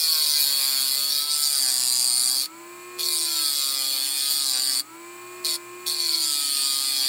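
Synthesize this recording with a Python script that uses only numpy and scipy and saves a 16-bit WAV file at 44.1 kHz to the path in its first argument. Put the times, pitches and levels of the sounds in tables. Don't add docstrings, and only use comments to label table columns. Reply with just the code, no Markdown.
import sys
import numpy as np
from scipy import signal
from scipy.fft import rfft, irfft, next_fast_len
from scipy.io import wavfile
from scipy.ndimage import uniform_filter1d, map_coordinates

SR = 44100
rng = np.random.default_rng(int(sys.argv[2]) if len(sys.argv) > 2 else 0)


def boost_factor(decibels):
    exponent = np.asarray(decibels, float) / 20
    return 10 ** exponent


def log_audio(samples):
    frames = np.atleast_2d(samples).T
    limited = np.clip(frames, -1, 1)
    pcm = np.round(limited * 32767).astype(np.int16)
    wavfile.write(sys.argv[1], SR, pcm)


N = 312228
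TIME = np.arange(N) / SR
FREE_SPEED = 163.5

# full contact t/s, closing time/s, leaving t/s, parting time/s
CONTACTS = [
    (-.1, .02, 2.46, .02),
    (2.995, .028, 4.803, 0.031),
    (5.448, 0.012, 5.558, 0.027),
    (5.864, .007, 7.3, .04),
]


def grinding(turns, speed):
    # t/s, pressure level/dB, pinch (0-1), contact arc/turns
    hand = [
        [(0, -20, 0.23, 0.31), (.3, -20, 0.15, 0.33), (.8, -20.5, 0.4, 0.34), (1.1, -21, .05, 0.32),
         (1.3, -23.5, .7, 0.35), (1.55, -22.5, 0.83, 0.3), (2.2, -21, 0.6, 0.23), (2.41, -20, 0.67, 0.24),
         (2.46, -26.5, 0.3, 0.32)],
        [(3.02, -27, 0.1, 0.33), (3.07, -24, 0, 0.16), (3.25, -24.5, 0.33, 0.3), (3.4, -22.5, 0.31, .36),
         (3.75, -22, 0.38, 0.34), (4.05, -22.5, .1, 0.41), (4.4, -21.5, .5, 0.35), (4.47, -21, 0.64, 0.25),
         (4.8, -21, 0.66, 0.29)],
        [(5.448, -25.5, 0.1, .26), (5.544, -26, 0.1, .26)],
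        [(5.866, -24.5, 0, .27), (5.93, -24, 0.14, 0.18), (6.18, -22, 0.1, 0.3), (6.26, -22.5, 1, 0.33),
         (6.4, -23, 0.4, 0.42), (6.5, -23, 0.04, 0.53), (6.64, -21.5, 0.5, 0.44), (6.82, -23, 0.34, 0.53),
         (7.08, -20.5, 0.3, 0.45)],
    ]
    # f/Hz, width/Hz, level/dB
    low_modes = [(2040, 55, -13.5), (2434, 92, -9), (3414, 192, -1)]
    loose_modes = [(3806, 29, -3.5), (4388, 176, 6.5), (4517, 137, 7), (5484, 430, -12.5)]
    pinched_modes = [(3847, 25, -12), (4552, 176, 3.5), (4626, 296, 1), (5075, 265, -8.5)]
    rasp_modes = [(7250, 150, -2), (7660, 420, -6.5), (8580, 560, 1), (9290, 330, -9), (9030, 550, -16),
                  (10170, 200, -7.5)]
    sizzle_modes = [(10350, 510, 7), (11130, 770, 5.5), (11430, 460, 5), (12600, 970, -1), (13230, 4300, 9),
                    (14100, 500, -1), (14900, 550, 5)]
    # f/Hz, width/Hz, level/dB
    grip_modes = [(280, 48, -9.5), (577, 65, -3), (796, 147, -5), (1193, 360, -1), (1550, 276, 2.5),
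                  (2350, 1500, -4)]
    # t/s, level/dB, time back to
    # normal/s
    edge_catches = [(.04, 3.5, 0.58), (.35, 2.5, 0.087), (1.11, 3, .2), (1.31, 6, 0.075), (1.44, 6, 0.059),
                    (1.55, 3, .3), (3.05, 3, 0.078), (3.458, 2.5, 0.041), (3.724, -1.5, 0.34),
                    (4.078, -5, 0.14), (5.448, 2.5, 0.08), (6.13, 3, 0.11), (6.634, 1.5, .18),
                    (7, 2, 0.079)]
    # t/s, level/dB, sinking time/s
    jolts = [
        (.05, 6, .5),
        (.6, 6, 0.33),
        (1.55, 6, 0.34),
        (3.02, -15, 0.17),
        (4.55, 5, 0.06),
        (4.62, -7, 0.084),
        (4.7, 6, 0.062),
        (5.47, 5, 0.1),
    ]
    # from t/s, to t/s, level/dB
    tips = [
        (1.327, 2.293, 6.5),
        (3.144, 3.237, 6.5),
        (3.326, 3.656, 3),
        (4.077, 4.78, 2.5),
        (5.5, 5.557, 3.5),
        (5.892, 5.915, 0.5),
        (6.24, 6.884, 4),
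    ]
    # t/s, level/dB, sinking time/s
    grit_changes = [
        (.4, 5, .12),
        (1.3, -4, .08),
        (1.4, 4, .15),
        (3.07, 3, .1),
        (4.31, 6.5, 0.088),
        (5.88, 3, 0.055),
        (5.96, -3, 0.087),
    ]
    # t/s, level/dB, return time/s
    skids = [
        (1.07, -1, 0.054),
        (1.25, -3, .05),
        (3.0, -1, .06),
        (5.945, -4.5, 0.091),
        (6.17, -2, .05),
    ]

    press_db, pinch, arc = curves(np.vstack(hand))
    pinch = np.clip(pinch, 0, 1)
    arc = np.clip(arc, .15, .5)
    near = closing()
    touching = (near > 0) * boost_factor(37 * (near - 1) + press_db + surges(skids))
    sag = FREE_SPEED - speed

    landing = surges([(start, 1, 0.36) for start, *_ in CONTACTS[1:]])
    tipped_db = 0
    for start, end, db in tips:
        inside = np.minimum(TIME - start, end - TIME)
        tipped_db = tipped_db + db * np.clip(1 + inside / .05, 0, 1)

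    arc_short = np.minimum(arc - 0.38, 0)
    low_db = -7.5 + 54 * arc_short + 6 * landing
    rasp_db = -6 + tipped_db + 1 * pinch
    sizzle_db = -2.5 + 7.2 * arc_short + landing + surges(grit_changes)
    sizzle_db -= 0.85 * TIME
    shake_db = -45.5 + 22.5 + 0.086 * sag + surges(jolts)

    strength = boost_factor((2.5 - 5.5 * arc) * rng.standard_normal(1200)[turns.astype(int)])

    push = strength * contact(turns, 1.2 * arc, lag=.04, slack_db=-16)
    push = push * grit(turns, memory=8, fresh=.14, size=128)
    loose = np.sqrt(1 - pinch) * rung(push, loose_modes)
    pinched = np.sqrt(pinch) * rung(push, pinched_modes)
    ring = steady(loose + pinched)
    low = steady(rung(push, low_modes))

    scrape = strength * contact(turns, .9 * arc, lag=0, slack_db=-20)
    scrape = scrape * grit(turns, memory=14, fresh=.25, size=224)
    rasp = rung(scrape, rasp_modes, sign=1)
    rasp = steady(rung(rasp, [(8460, 5300, 0)]))

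    fine = strength * contact(turns, 1.2 * arc, lag=0, slack_db=-11)
    fine = fine * grit(turns, memory=5, fresh=.35, size=256)
    sizzle = rung(fine, sizzle_modes, sign=1)

    shake = contact(turns, arc, lag=0, slack_db=-7) * grit(turns, memory=22.0, fresh=0.044, size=64)
    grip = rung(shake, grip_modes)

    part = boost_factor(surges(edge_catches)) * ring + boost_factor(low_db) * low
    part = part + boost_factor(rasp_db) * rasp + boost_factor(sizzle_db) * sizzle
    return touching * (part + boost_factor(shake_db) * grip)


def grit(turns, memory, fresh, size):
    keep = np.exp(-1 / max(memory, .3))
    face = signal.lfilter([1], [1, -keep], rng.standard_normal((1200, size)), axis=0)
    worn = unit(map_coordinates(face.ravel(), [(turns + 60) * size]))
    fresh = np.clip(fresh, 0, 1)
    return np.sqrt(1 - fresh) * worn + np.sqrt(fresh) * rng.standard_normal(N)


def contact(turns, arc, lag, slack_db):
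    angle = (turns - lag) % 1
    bite = np.clip(angle / 0.011, 0, 1) / (1 + (angle / arc) ** 6)
    return bite + boost_factor(slack_db)


def closing():
    near = 0
    for start, rise, end, fall in CONTACTS:
        ramp = np.minimum(1 + (TIME - start) / rise, 1 + (end - TIME) / fall)
        near = near + np.clip(ramp, 0, 1)
    return near


def steady(x):
    return x / np.sqrt(np.abs(uniform_filter1d(x ** 2, size=1300)) + 0.057)


def chatter():
    # t/s, peak level/dB
    bites = [
        (4.3104, -12),
        (4.319, -8),
        (5.9449, -8),
        (6.0017, -4.5),
        (6.0606, -2),
        (6.0922, -3.5),
        (6.124, -14),
        (6.144, -4),
    ]
    blows = np.zeros(N)
    burst = np.hanning(90) * np.sin(2 * np.pi * 4380 * np.arange(90) / SR)
    for s, db in bites:
        blows[round(s * SR):][:90] += boost_factor(db - 4.5) * burst
    return 1.75 * filtered(blows, lambda f: resonance(f, 4380, 300))


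def shaft_speed():
    # t/s, shaft speed/(turns/s)
    loads = [
        [(0, 164), (.37, 144.5), (.62, 136), (.85, 132.6), (1.33, 147.5), (1.48, 144.5), (1.7, 126.3),
         (2.17, 124.6), (2.4, 131.5)],
        [(3.04, 162.7), (3.21, 156.5), (3.47, 142.9), (3.73, 135.4), (4.02, 133.3), (4.37, 141.2),
         (4.56, 127.8), (4.67, 131.8), (4.785, 128.7)],
        [(5.44, 162.3), (5.56, 155.9)],
        [(5.9, 162.3), (5.98, 159.6), (6.35, 143), (6.43, 142.4), (6.58, 137.4), (6.94, 135.5), (7.02, 131.8),
         (7.08, 132.3)],
    ]
    speed = curves(np.vstack(loads))[0]
    for before, after in zip(loads, loads[1:]):
        release, slow = before[-1]
        gap = (TIME > release) & (TIME < after[0][0])
        lost = (FREE_SPEED - slow) * np.exp(-np.abs(TIME - release) / .172)
        speed = np.where(gap, FREE_SPEED - lost, speed)
    return uniform_filter1d(speed, size=2600, mode="nearest")


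def motor(turns, speed):
    # shaft speed/(turns/s), rattle level/dB, third partial level/dB
    cage_levels = [(124, -54, -65), (132, -48.5, -77), (139.8, -53, -74), (147.6, -44.5, -47.5),
                   (167, -41, -45.5)]
    # f/Hz, half width/Hz, level/dB
    ninth_modes = [(1150.6, 50, -46.5), (1238, 23, -46), (1311, 52, -43.5)]
    sixth_modes = [(769, 43, -47.5), (960, 90, -59)]
    lower_modes = [(393, 36, 1), (490, 45, 4), (626, 39, 5), (775, 66, 2.5)]
    # multiple of shaft speed, level/dB
    free_orders = [(7, -58), (8, -56.5), (10, -59.5), (11, -73), (12, -74), (13, -58), (16, -57), (17, -77),
                   (18, -69), (19, -70)]
    # carrier f/Hz, offset/shaft orders, level/dB
    sidebands = [(7994, 0, -55), (7994, -3, -67), (7994, 3, -68), (7994, 9, -75), (7994, 12, -70),
                 (15988, -3, -56), (15988, -6, -76)]
    # f/Hz, level/dB
    mains = [(118.4, -65), (177.6, -79), (356, -61.5)]

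    def tone(cycles, db):
        return np.sqrt(2) * boost_factor(db) * np.sin(2 * np.pi * (cycles + rng.random()))

    calm = np.clip((1.6 - TIME) / 0.27, 0, 1)
    at, *levels = np.transpose(cage_levels)
    rattle_db, third_db = (np.interp(speed, at, db) - 34 * calm for db in levels)
    cage = 2.208 * turns
    out = tone(cage, rattle_db + 0.76 * wobble(25))
    out += tone(3 * cage, third_db + 0.9 * wobble(25))
    out += tone(2 * cage, third_db - 20) + tone(5 * cage, third_db - 11.0)

    out += tone(9 * turns, met(9 * speed, ninth_modes) + 1.3 * wobble(21) + 3.0 * wobble(2.93))
    out += tone(6 * turns, met(6 * speed, sixth_modes) + 1.6 * wobble(20))
    second_db = -69.5 + 9.5 * calm + 0.35 * (FREE_SPEED - speed)
    out += tone(2 * turns, second_db + 0.75 * wobble(20.6))
    lower_db = -64.5 + 5.5 * closing()
    for k, db in [(3, -2.0), (4, -1.5), (5, 0.2)]:
        out += tone(k * turns, lower_db + db + met(k * speed, lower_modes) + 2.8 * wobble(5))

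    out += tone(15 * turns, -49 + .5 * (speed - 161) + 1.1 * wobble(9))
    fast_db = 0.24 * (speed - 161) - 8 * calm
    for k, db in free_orders:
        out += tone(k * turns + 0.012 * wobble(30), db + fast_db + 0.84 * wobble(13))
    for hz, k, db in sidebands:
        out += tone(hz * TIME + k * turns, db + 1.7 * wobble(6.3))
    for hz, db in mains:
        out += tone(hz * TIME, db + 2.5 * wobble(12))
    return out


def met(hz, modes):
    power = sum(boost_factor(2 * db) / (1 + ((hz - c) / w) ** 2) ** 2 for c, w, db in modes)
    return 10 * np.log10(power)


def hiss(turns, speed):
    # f/Hz, level/dB
    brush_spectrum = [(150, -12), (300, -9.5), (1000, 0.5), (1900, -1), (2400, 3.5), (3300, -5.5),
                      (4350, -2.5), (5800, -9.5), (7100, -3), (8100, 2), (8900, -5.5), (11800, -11),
                      (13200, -8), (15800, -7.5)]
    # f/Hz, width/Hz, level/dB
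    housing_modes = [(2380, 36, -8.5), (4380, 67, -3), (7150, 72, -0.5), (7800, 120, -7), (10040, 44, -4),
                     (11800, 170, -8.5)]
    # f/Hz, level/dB per Hz
    room_spectrum = [(20, -45), (80, -39), (105, -48), (119, -1.5), (135, -22), (200, -8.5), (400, -13),
                     (1000, -59)]
    chop = 1 + 0.093 * np.sin(2 * np.pi * 3 * turns)
    housing = boost_factor(-5.5) * rung(chop * rng.standard_normal(N), housing_modes)
    level_db = -46 + closing() * (3 + 0.082 * (FREE_SPEED - speed))
    return boost_factor(level_db) * (chop * shaped(brush_spectrum) + housing) + boost_factor(-60) * shaped(room_spectrum)


def bench(x, t60):
    t = np.arange(SR // 4) / SR
    tail = rng.standard_normal(len(t)) * boost_factor(-60 * t / t60) * (t > .003)
    return signal.fftconvolve(x, tail / np.linalg.norm(tail))[:N]


def resonance(f, centre, width):
    return 1j * f * width / (centre * centre - f * f + 1j * f * width)


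def rung(x, modes, sign=-1):
    def response(f):
        return sum(sign ** k * boost_factor(db) * resonance(f, c, w) for k, (c, w, db) in enumerate(modes))

    return unit(filtered(x, response))


def filtered(x, response):
    m = next_fast_len(N + 8192)
    return irfft(rfft(x, m) * response(np.fft.rfftfreq(m, 1 / SR)), m)[:N]


def shaped(points):
    f, db = np.transpose(points)
    return unit(filtered(rng.standard_normal(N), lambda hz: boost_factor(np.interp(np.log(hz + 1), np.log(f), db))))


def surges(rows):
    total = 0
    for s, db, sink in rows:
        shape = np.minimum(1 + (TIME - s) / 0.025, 1 - (TIME - s) / sink)
        total = total + db * np.clip(shape, 0, 1)
    return total


def wobble(rate):
    coarse = TIME[::100]
    knots = rng.standard_normal(int(N * 40 / SR) + 4)
    return np.interp(TIME, coarse, map_coordinates(knots, [coarse * min(rate, 39)]))


def curves(rows):
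    s, *cols = np.transpose(rows)
    return [np.interp(TIME, s, c) for c in cols]


def unit(x):
    return x / np.sqrt(np.mean(x ** 2) + 1e-20)


def scene():
    speed = shaft_speed()
    turns = np.cumsum(speed) / SR
    cut = grinding(turns, speed) + chatter()
    reflected = boost_factor(-11.0) * bench(cut, t60=0.067)
    return (cut + reflected + motor(turns, speed) + hiss(turns, speed))[None]


def top_cut(x):
    return signal.sosfilt(signal.butter(12, 17020, fs=SR, output="sos"), x)


def record(dry):
    def microphone(hz):
        return (hz < 15840) / (1 + (90 / (hz + 1)) ** 3)

    level_db = 10 * np.log10(np.abs(uniform_filter1d(dry[0] ** 2, size=1500)) + 1e-9)
    quiet_db, loud_db, duck_s = -39, -28, 0.29
    loud = np.clip((level_db - quiet_db) / (loud_db - quiet_db), 0, 1)
    keep = np.exp(-1 / (duck_s * SR))
    duck = signal.lfilter([1 - keep], [1, -keep], loud, zi=[keep])[0]
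    return top_cut(filtered(boost_factor(-5 * duck) * dry[0], microphone)[None])


dry = scene()
out = record(dry)
log_audio(out)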